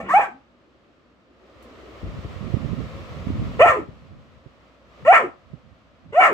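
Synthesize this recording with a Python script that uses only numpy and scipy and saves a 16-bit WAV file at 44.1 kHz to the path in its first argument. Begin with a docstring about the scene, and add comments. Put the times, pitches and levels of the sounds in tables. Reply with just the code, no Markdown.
"""The hoarse tail of an earlier bark fades over a faint low tone as a puppy starts the first of four barks.
It faces away from a handheld microphone with two ports, in a tiled room.
Each bark is a voice that swoops up as a nearly pure tone, breaks into a rasp and sinks to a growl.
Filtered noise makes a fan's rush, heard louder between the first two barks, and its draught on the ports.
A soft rub, a tiny tick and a knock of coloured noise mark the puppy moving on the floor."""
import sys
import numpy as np
from scipy import signal
from scipy.fft import rfft, irfft
from scipy.io import wavfile
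from scipy.ndimage import uniform_filter1d, minimum_filter1d

SR = 44100
rng = np.random.default_rng(int(sys.argv[2]) if len(sys.argv) > 2 else 0)


def int16_out(signal):
    """Quantize to a 16-bit WAV file."""
    q = np.round(np.clip(np.atleast_2d(signal).T, -1, 1) * 32767)
    wavfile.write(sys.argv[1], SR, q.astype(np.int16))


N = 279153
TIME = np.arange(N) / SR


def amp(db):
    """Decibels to gain."""
    return 10 ** (np.asarray(db) / 20)


def unit(x):
    """Scales to rms 1."""
    return x / np.sqrt(np.mean(x ** 2) + 1e-20)


def read(points, hz):
    """Reads a table on a log-frequency axis."""
    f, value = np.transpose(points)
    return np.interp(np.log(hz + 1), np.log(f + 1), value)


def follow(rows, t):
    """Reads every column of a curve at times t."""
    s, *columns = np.transpose(rows)
    return [np.interp(t, s, c) for c in columns]


def add(mix, s, sound):
    """Lays a sound into the mix at time s."""
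    part = mix[..., max(round(s * SR), 0):][..., :sound.shape[-1]]
    part += sound[..., :part.shape[-1]]


def colour(x, points):
    """Gives x a spectrum, at rms 1."""
    n = x.shape[-1]
    gain = amp(read(points, np.fft.rfftfreq(n, 1 / SR)))
    return unit(irfft(rfft(x) * gain, n))


def wander(size, rate_hz):
    """Smooth random curve of rms 1, mostly slower than the rate."""
    hz = np.fft.rfftfreq(size, 1 / SR)
    slow = np.exp(-(hz / rate_hz) ** 2) * (hz > 0)
    return unit(irfft(rfft(rng.standard_normal(size)) * slow, size))


def cut(x, hz, kind, order):
    """A low-pass or high-pass."""
    return signal.sosfilt(signal.butter(order, hz, kind, fs=SR, output="sos"), x)


def resonate(x, hz, width):
    """A resonance of gain 1 with steep skirts: shifts the curve hz to zero, smooths twice, shifts back."""
    turn = np.exp(2j * np.pi * np.cumsum(hz) / SR)
    r = np.exp(-np.pi * width * np.sqrt(2) / SR)
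    smooth = signal.lfilter([(1 - r) ** 2], [1, -2 * r, r * r], x / turn)
    return 2 * (turn * smooth).real


def steady(x, size=700):
    """Holds the short-time rms at 1."""
    return x / np.sqrt(abs(uniform_filter1d(x ** 2, size)) + 1e-12)


def sides(pan_db):
    """Left and right gains of equal total power."""
    gains = amp(np.array([pan_db, -pan_db]) / 2)
    return gains / np.sqrt(np.mean(gains ** 2, axis=0))


def delay(x, ms):
    """Delays by any time, fractions of a sample included."""
    shift = np.exp(-2j * np.pi * np.fft.rfftfreq(2 * N, 1 / SR) * ms / 1000)
    return irfft(rfft(x, 2 * N) * shift, 2 * N)[:N]


def reflect(x, t60s, start_s):
    """Sparse reflections of random sign, different at each port, each band dying at its own speed."""
    size = SR // 2
    taps = rng.choice([-1., 1.], (2, size)) * (rng.random((2, size)) < 1 / 10) * (TIME[:size] > start_s)
    hz, t, z = signal.stft(taps, SR, nperseg=256)
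    decay = np.exp(-np.log(1000) * t / read(t60s, hz)[:, None])
    tail = signal.istft(z * decay, SR, nperseg=256)[1]
    tail = tail / np.linalg.norm(tail, axis=1, keepdims=True)
    return signal.fftconvolve(x[None], tail, axes=1)[:, :N]


def fan(soft_db=-57, hum_hz=62, hum_db=-7):
    """Rushing air, partly alike at both ports and of another colour where heard loud, over the blades' hum."""
    # heard level of the rush: time_s, level_db
    heard_level = [(0, -53.5), (.5, -58.5), (1.25, -59), (1.45, -54.5), (1.7, -48), (2.1, -43.5),
                   (2.5, -42), (3.59, -41), (3.68, -49.5), (4.1, -54), (4.85, -55), (5.02, -47.5),
                   (5.2, -55.5), (6.33, -56.5)]
    # spectra of the air where heard loud and soft: frequency_hz, relative density_db [dB per Hz]
    loud_air = [(60, -10), (200, -17.5), (390, -7.5), (540, -5), (680, -9.5), (850, -18.5), (1100, -10),
                (1330, -11.5), (1530, -21.5), (1850, -16.5), (3000, -21), (4200, -27), (8000, -40),
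                (9000, -49), (15500, -49)]
    soft_air = [(25, -30.5), (60, -8), (160, -11.5), (250, -6), (420, -18.5), (530, -8), (850, -20),
                (1250, -14.5), (1500, -20), (3000, -25), (4500, -32), (8000, -46), (9000, -57),
                (15500, -60.5)]
    # likeness of the air at the two ports: frequency_hz, correlation [0-1]
    likeness = [(60, 0.86), (300, 0.59), (550, .85), (950, 0.6), (1600, 0), (3000, 0.026), (16000, 0.57)]
    a, b = rfft(rng.standard_normal((2, N)))
    same = np.clip(read(likeness, np.fft.rfftfreq(N, 1 / SR)), -1, 1)
    air = irfft(np.array([a, same * a + np.sqrt(1 - same ** 2) * b]), N)
    flutter_db = .35 * wander(N, 14)
    level = amp(follow(heard_level, TIME)[0] + flutter_db)
    soft = np.minimum(level, amp(soft_db))
    hum = amp(hum_db) * unit(np.sin(2 * np.pi * hum_hz * TIME + .5 * wander(N, 3.7)))
    rush = soft * colour(air, soft_air) + (level - soft) * colour(air, loud_air)
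    return rush + (level - 0.51 * soft) * hum


def draught(lumps_db=3, eddy_grit=0.3, puff_half_width_s=.045):
    """Lumpy turbulence, unrelated at the two ports, and single eddies that thump."""
    # heard level of the draught on the ports: time_s, level_db, left_minus_right_db
    heard_level = [(0, -48, 6), (.3, -73.5, 1.5), (1.45, -85, 4), (1.6, -60, 11.5), (2.01, -56, 16),
                   (2.035, -35, -4), (2.33, -36.5, -1.5), (2.45, -32, -21), (2.8, -25, -19), (2.88, -37, 4),
                   (3.17, -37.5, -7.5), (3.3, -25, -4), (3.5, -26.5, 0.5), (3.8, -45.5, -5.5),
                   (4.2, -50.5, 1), (4.7, -67, 3.5), (6.33, -60.5, -1.5)]
    # spectrum of the buffeting: frequency_hz, relative density_db [dB per Hz]
    buffet = [(15, -28), (30, -12), (50, -7.5), (75, 2.5), (140, -1), (250, -6.5), (400, -23.5), (800, -50),
              (2000, -52.5), (8000, -110)]
    # stray puffs after the main draught: centre_s, level_db, left_minus_right_db
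    stray_puffs = [(4.14, -48.5, -17.5), (5.04, -44, 6.5), (5.29, -52.5, 8), (5.53, -40.5, -22.5),
                   (5.69, -48.5, -23.5), (6.08, -45.5, -7.5)]
    # eddies hitting a port: start_s, level_db before the decay, left_minus_right_db, pitch_hz
    eddies = [(2.026, -20, 6, 74.6), (2.056, -21.5, 8, 52), (2.186, -27.5, -12, 164), (2.245, -24, 3, 112),
              (2.536, -8, -38, 120), (2.566, -15.5, -21, 241), (2.644, -18, -30, 146),
              (2.73, -17.5, -33, 207), (2.8, -19.5, -24, 138), (2.94, -28, 19, 98),
              (3.267, -16.5, -28, 192), (3.3, -15.5, -15, 268), (3.884, -28, 19, 135),
              (4.111, -38.5, -30, 103.5), (4.458, -32, -26, 124), (5.531, -26, -28, 143)]
    grit_colour = [(100, -2.0), (400, -5.5), (900, -34.5), (3000, -78.5), (9000, -100)]  # (Hz, dB)
    level_db, pan_db = follow(heard_level, TIME)
    lumps = np.array([unit(amp(lumps_db * wander(N, 26)) * colour(rng.standard_normal(N), buffet))
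                      for port in range(2)])
    puffs = sum(amp(db) * sides(pan)[:, None] * np.exp(-((TIME - s) / puff_half_width_s) ** 2)
                for s, db, pan in stray_puffs)
    out = (amp(level_db) * sides(pan_db) + puffs) * lumps
    t = TIME[:SR // 10]
    for s, db, pan, hz in eddies:
        u = t * hz / 0.46  # lower eddies swell and fade more slowly
        grit = eddy_grit * colour(rng.standard_normal(len(t)), grit_colour)
        push = np.sin(2 * np.pi * hz * t) + grit
        envelope = (u / 2) ** 2 * np.exp(2 - u) * np.exp(-t / 0.028)
        add(out, s, amp(db) * sides(pan)[:, None] * push * envelope)
    return out


def low_tone(blur=.45, blur_width_hz=110):
    """A soft, wavering sine, blurred by a band of noise just below its pitch."""
    # a faint tone that sags, then climbs under the first bark: time_s, pitch_hz, level_db
    curve = [(0, 232, -39), (.05, 190.8, -39.5), (.16, 194, -45), (.24, 175, -55.5), (.29, 214.8, -57),
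             (.355, 262.5, -49.5), (.42, 272, -65.5)]
    hz, db = follow(curve, TIME)
    phase = 2 * np.pi * np.cumsum(hz * (1 + .02 * wander(N, 45))) / SR
    edge = unit(resonate(rng.standard_normal(N), hz * .85, blur_width_hz))
    fade_out = np.clip((curve[-1][0] - TIME) / 0.018, 0, 1)
    return amp(db) * unit(unit(np.sin(phase)) + blur * edge) * fade_out


def rub():
    """Fur drags unevenly over the tiles as the puppy shifts: dull noise of wavering strength."""
    # strength of the rub: time_s, level_db
    strength = [(0, -81.5), (.6, -64.5), (1, -63.5), (1.3, -63), (1.5, -57), (1.9, -50), (2.05, -61),
                (2.3, -87)]
    # spectrum of the dragging fur: frequency_hz, relative density_db [dB per Hz]
    fur = [(100, -35.5), (230, -8), (330, 1), (420, -0.5), (560, -20), (1500, -33), (8000, -70.5)]
    a, b = rng.standard_normal((2, N))
    drag = colour(np.array([a + .4 * b, a - 0.48 * b]), fur)
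    return drag * amp(follow(strength, TIME)[0] + 2.5 * wander(N, 16))


def tick(tick_db=-58, knock_db=-47):
    """A tiny tick and a soft knock, as of a claw and paw on the tiles: decaying coloured noise."""
    tick_s, knock_s = 1.625, 1.648
    out, t = np.zeros((2, N)), TIME[:SR // 2]
    noise = rng.standard_normal((2, len(t)))
    claw = colour(noise, [(1000, -4), (7000, 6), (14000, -1)])
    add(out, tick_s, amp(tick_db) * claw * np.exp(-t / 0.02))
    paw = colour(noise[0], [(100, -39), (260, 10), (380, -5), (520, 7), (900, -26), (6000, -65)])
    add(out, knock_s, amp(knock_db) * paw * np.exp(-t / 0.1) * (1 - np.exp(-t / 0.0014)))
    return out


def gesture(start, lead_s, tone_s, rasp_s, tail_s, swell_s, start_hz, top_hz, lead_db, lead_high_db,
            tone_db, tone_high_db, rasp_db, spent_db, tail_db, gape, rasp_gape, hiss_db):
    """One bark's control rows for bark(): hoarse lead-in, pure rising tone, rasp, sinking growl."""
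    # attack, the voice clearing, the break into the rasp, the drop out of it, release
    attack_s, clearing_s, break_s, drop_s, release_s = 0.0094, .03, 0.011, .014, .05
    # the rise flattens towards the top, sags to a share of it in rasp and drop, then sinks to a growl
    rise_bend, rasp_sag, drop_sag, growl_hz, last_hz = 1.3, .85, .73, 372, 230
    # depth of attack and release, growth in the lead-in, the fundamental's loss at the break
    attack_db, release_db, lead_growth_db, break_loss_db = 11, 19.5, 7, 6
    # overtones: the arch of the rasp, the drop after it, below the fundamental in the growl
    rasp_arch_db, drop_db, growl_dull_db = 2.5, 14, 15
    rough_lead, rough_clearing, rough_tone, rough_rasp, rough_tail = .65, .12, 0.027, .66, .58  # 0-1
    hiss_follow = 0.81  # the hiss follows the overtones, dB per dB
    lead_hiss_db = 1  # extra air escapes before the voice clears
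    # in the rasp the mouth narrows from above to below its gape, and it trembles
    mouth_closing, mouth_quiver = 0.028, .025
    unsteady_db, unsteady_hz = 2, 55  # a rough voice also wavers in strength

    tone, crack, drop, growl, end = np.cumsum([lead_s, tone_s, rasp_s, tail_s, release_s])
    t = np.arange(0, end, 1 / SR)
    pure, broken, dropped = crack - break_s / 2, crack + break_s / 2, drop + drop_s

    def through(*stages):
        """Straight lines from stage to stage."""
        return follow(sorted(stages), t)[0]

    rise = top_hz - (top_hz - start_hz) * np.maximum(1 - t / crack, 0) ** rise_bend
    fall = through((crack, top_hz), (drop, top_hz * rasp_sag), (dropped, top_hz * drop_sag),
                   (growl, growl_hz), (end, last_hz))
    low_db = through((0, lead_db - attack_db), (attack_s, lead_db),
                     (tone - swell_s, lead_db + lead_growth_db), (tone, tone_db), (pure, tone_db),
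                     (broken, tone_db - break_loss_db), (drop, spent_db),
                     (dropped, tail_db), (growl, tail_db), (end, tail_db - release_db))
    first_db = lead_high_db - lead_growth_db
    growl_high_db = tail_db - growl_dull_db
    high_db = through((0, first_db - attack_db), (attack_s, first_db), (clearing_s, lead_high_db),
                      (pure, tone_high_db), (broken, rasp_db - 2 * rasp_arch_db),
                      (crack + rasp_s / 2, rasp_db), (drop, rasp_db - rasp_arch_db),
                      (dropped, rasp_db - drop_db), (growl, growl_high_db),
                      (end, growl_high_db - release_db))
    air_db = hiss_db + hiss_follow * high_db + through((clearing_s, lead_hiss_db), (pure, 0))
    rough = through((attack_s, rough_lead), (clearing_s, rough_clearing), (tone, rough_tone),
                    (pure, rough_tone), (broken, rough_rasp), (dropped, rough_tail),
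                    (growl, rough_tail), (end, 1))
    waver, quiver = (wander(SR, unsteady_hz)[:len(t)] for _ in range(2))
    mouth = through((clearing_s, gape), (crack, rasp_gape + mouth_closing),
                    (drop, rasp_gape - mouth_closing), (growl, 1))
    mouth = mouth * (1 + mouth_quiver * quiver)
    hz = np.where(t < crack, rise, fall)
    return np.transpose([start + t, hz, low_db + unsteady_db * rough * waver, high_db, rough, air_db, mouth])


def bark(rows, jitter=.11, shimmer=0.29, rasp=.85, slope=1.0, open_bright_db=27, bark_top_hz=3300,
         chest_width_hz=480, throat_low_hz=880):
    """Vocal folds swing cleanly or chaotically; gives the fundamental and the overtones with their hiss."""
    # throat resonances: centre_hz before the mouth factor, width_hz, level_db before the mouth's tilt
    throat = [(815, 300, -0.5), (1309, 125, 2), (1825, 190, -2), (2310, 310, -5.5), (2750, 720, -16.5)]
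    # air rushing past the teeth: frequency_hz, relative density_db [dB per Hz]
    teeth = [(1500, -39.5), (3000, 3), (3800, 2), (5200, -2), (6500, 0.5), (8000, 3.5), (8900, -7.5),
             (10800, -13.5), (12300, -7), (15500, -23)]
    t = np.arange(rows[0][0], rows[-1][0], 1 / SR)
    size = len(t)
    hz, low_db, high_db, rough, hiss_db, mouth = follow(rows, t)
    rough = np.clip(rough, 0, 1)
    turns = np.cumsum(hz * (1 + jitter * rough * wander(size, 260))) / SR
    swing = 1 + shimmer * rough * wander(size, 180)  # uneven strength from cycle to cycle
    puffs = unit((.5 + np.exp(-(turns % 1) / 0.18)) * rng.standard_normal(size))

    noisy = np.clip(rasp * rough, 0, 1)
    # the fundamental smears into a band
    chest = steady(resonate(resonate(puffs, hz, chest_width_hz), hz, chest_width_hz))
    clean = unit(swing * np.sin(2 * np.pi * turns))
    low = np.sqrt(1 - noisy ** 2) * clean + noisy * chest

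    folds = swing * sum(np.cos(2 * np.pi * k * turns) / k ** slope for k in range(2, 10))
    folds *= 1 + .45 * rough * np.cos(np.pi * turns)  # strong and weak pulses alternate in the rasp
    tilt_db = open_bright_db * (mouth - 1)  # per octave: a wider mouth is brighter

    def through_throat(drive):
        """Sums the throat resonances, neighbours in opposite sign."""
        return steady(sum((-1) ** k * amp(db + tilt_db * np.log2(f / throat[0][0]))
                          * resonate(drive, f * mouth, width)
                          for k, (f, width, db) in enumerate(throat)))

    airy_share = .02 + .7 * rough ** 1.5
    high = np.sqrt(1 - airy_share) * through_throat(folds) + np.sqrt(airy_share) * through_throat(puffs)
    high = cut(cut(high, bark_top_hz, "low", order=14), throat_low_hz, "high", order=4)
    hiss = amp(hiss_db) * colour(puffs, teeth)
    fade = signal.windows.tukey(size, .03)
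    return fade * np.array([amp(low_db) * steady(low), amp(high_db) * steady(high) + hiss])


def puppy(port_lag_ms=.15, low_db=-1.5, direct_db=-4, scatter_db=-3, room_db=-18, room_high_db=-12):
    """The fundamental spreads all round; the overtones are aimed away and return largely off the tiles."""
    # one row a bark, levels at the voice: start_s, lead_in_s, tone_s, rasp_s, tail_s, swell_into_tone_s,
    # start_hz, top_hz, lead_in_db, lead_in_overtones_db, tone_db, tone_overtones_db, rasp_overtones_db,
    # fundamental_at_rasp_end_db, tail_db, gape_at_start [factor], gape_in_rasp [factor], hiss_offset_db
    barks = [ (.083, .057, .046, .06, 0.042, 0.0065, 420.8, 862, -43.5, -18, -9, -23.5, -23.5, -27.5, -44, .95, .97, -32),
             (3.59, .03, 0.028, .064, 0.081, 0.017, 441, 722.5, -15.5, -11.5, -6.5, -22, -12, -20.5, -24.5, 1.115, 0.98, -33),
             (5.046, 0.036, 0.041, .052, .073, .011, 424.9, 787, -28, -21.5, -5.5, -20, -9, -24.5, -24.5, 1.08, 0.964, -33.5),
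             (6.121, .062, .02, 0.069, 0.066, 0.036, 388.7, 765.4, -34, -32.5, -7.5, -20, -10, -23, -22.5, 1.11, 0.97, -33.5)]
    # hoarse tail of an earlier bark, fading as the first bark starts, levels at the voice: time_s,
    # pitch_hz, fundamental_db, overtones_db, roughness [0-1], hiss_db, mouth [factor]
    earlier_tail = [(0, 670, -29, -33.5, 1, -54.5, 0.97), (.03, 640, -37.5, -46.5, .95, -67.5, 1.03),
                    (.065, 340, -40.5, -40.5, .8, -72.5, 1.08), (.11, 326, -38, -43, .7, -77, 1.2),
                    (.135, 320, -53.5, -70.5, .2, -79, 1)]
    # hard surfaces near the puppy, one list for the left then the right port: delay_ms, gain [factor]
    echoes = [
        [(6.4, 0.061), (11.2, 0.13)],
        [(4.4, 0.028), (7.3, 0.17)],
    ]
    # dying away of the tiled room: frequency_hz, t60_s
    room_decay = [(150, 0.2), (700, 0.31), (2000, 0.22), (4000, 0.27), (8000, 0.23), (16000, 0.081)]
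    voice = np.zeros((2, N))
    for rows in [earlier_tail] + [gesture(*row) for row in barks]:
        add(voice, rows[0][0], bark(rows))
    low, high = voice
    near = amp(low_db) * np.array([low + sum(g * delay(low, ms) for ms, g in port) for port in echoes])
    near += amp(direct_db) * np.array([high, delay(high, port_lag_ms)])
    near += amp(scatter_db) * reflect(high, [(500, .07), (8000, 0.05)], start_s=.001)
    room_send = amp(room_db) * low + amp(room_high_db) * high
    return near + reflect(room_send, room_decay, start_s=0.016)


def scene():
    """Everything at the two ports."""
    return puppy() + fan() + draught() + low_tone() + tick() + rub()


def record(dry, bass_cut_hz=36, edge_hz=15700, ceiling=.95):
    """The microphone's bass cut, a quick peak limiter, then the band limit."""
    x = cut(dry, bass_cut_hz, "high", order=4)
    headroom = ceiling / np.maximum(abs(x), ceiling)
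    x = x * uniform_filter1d(minimum_filter1d(headroom, size=301), size=301)
    band_limit = signal.firwin(511, edge_hz, window=("kaiser", 9), fs=SR)
    return signal.oaconvolve(x, band_limit[None], "same")


dry = scene()
out = record(dry)
int16_out(out)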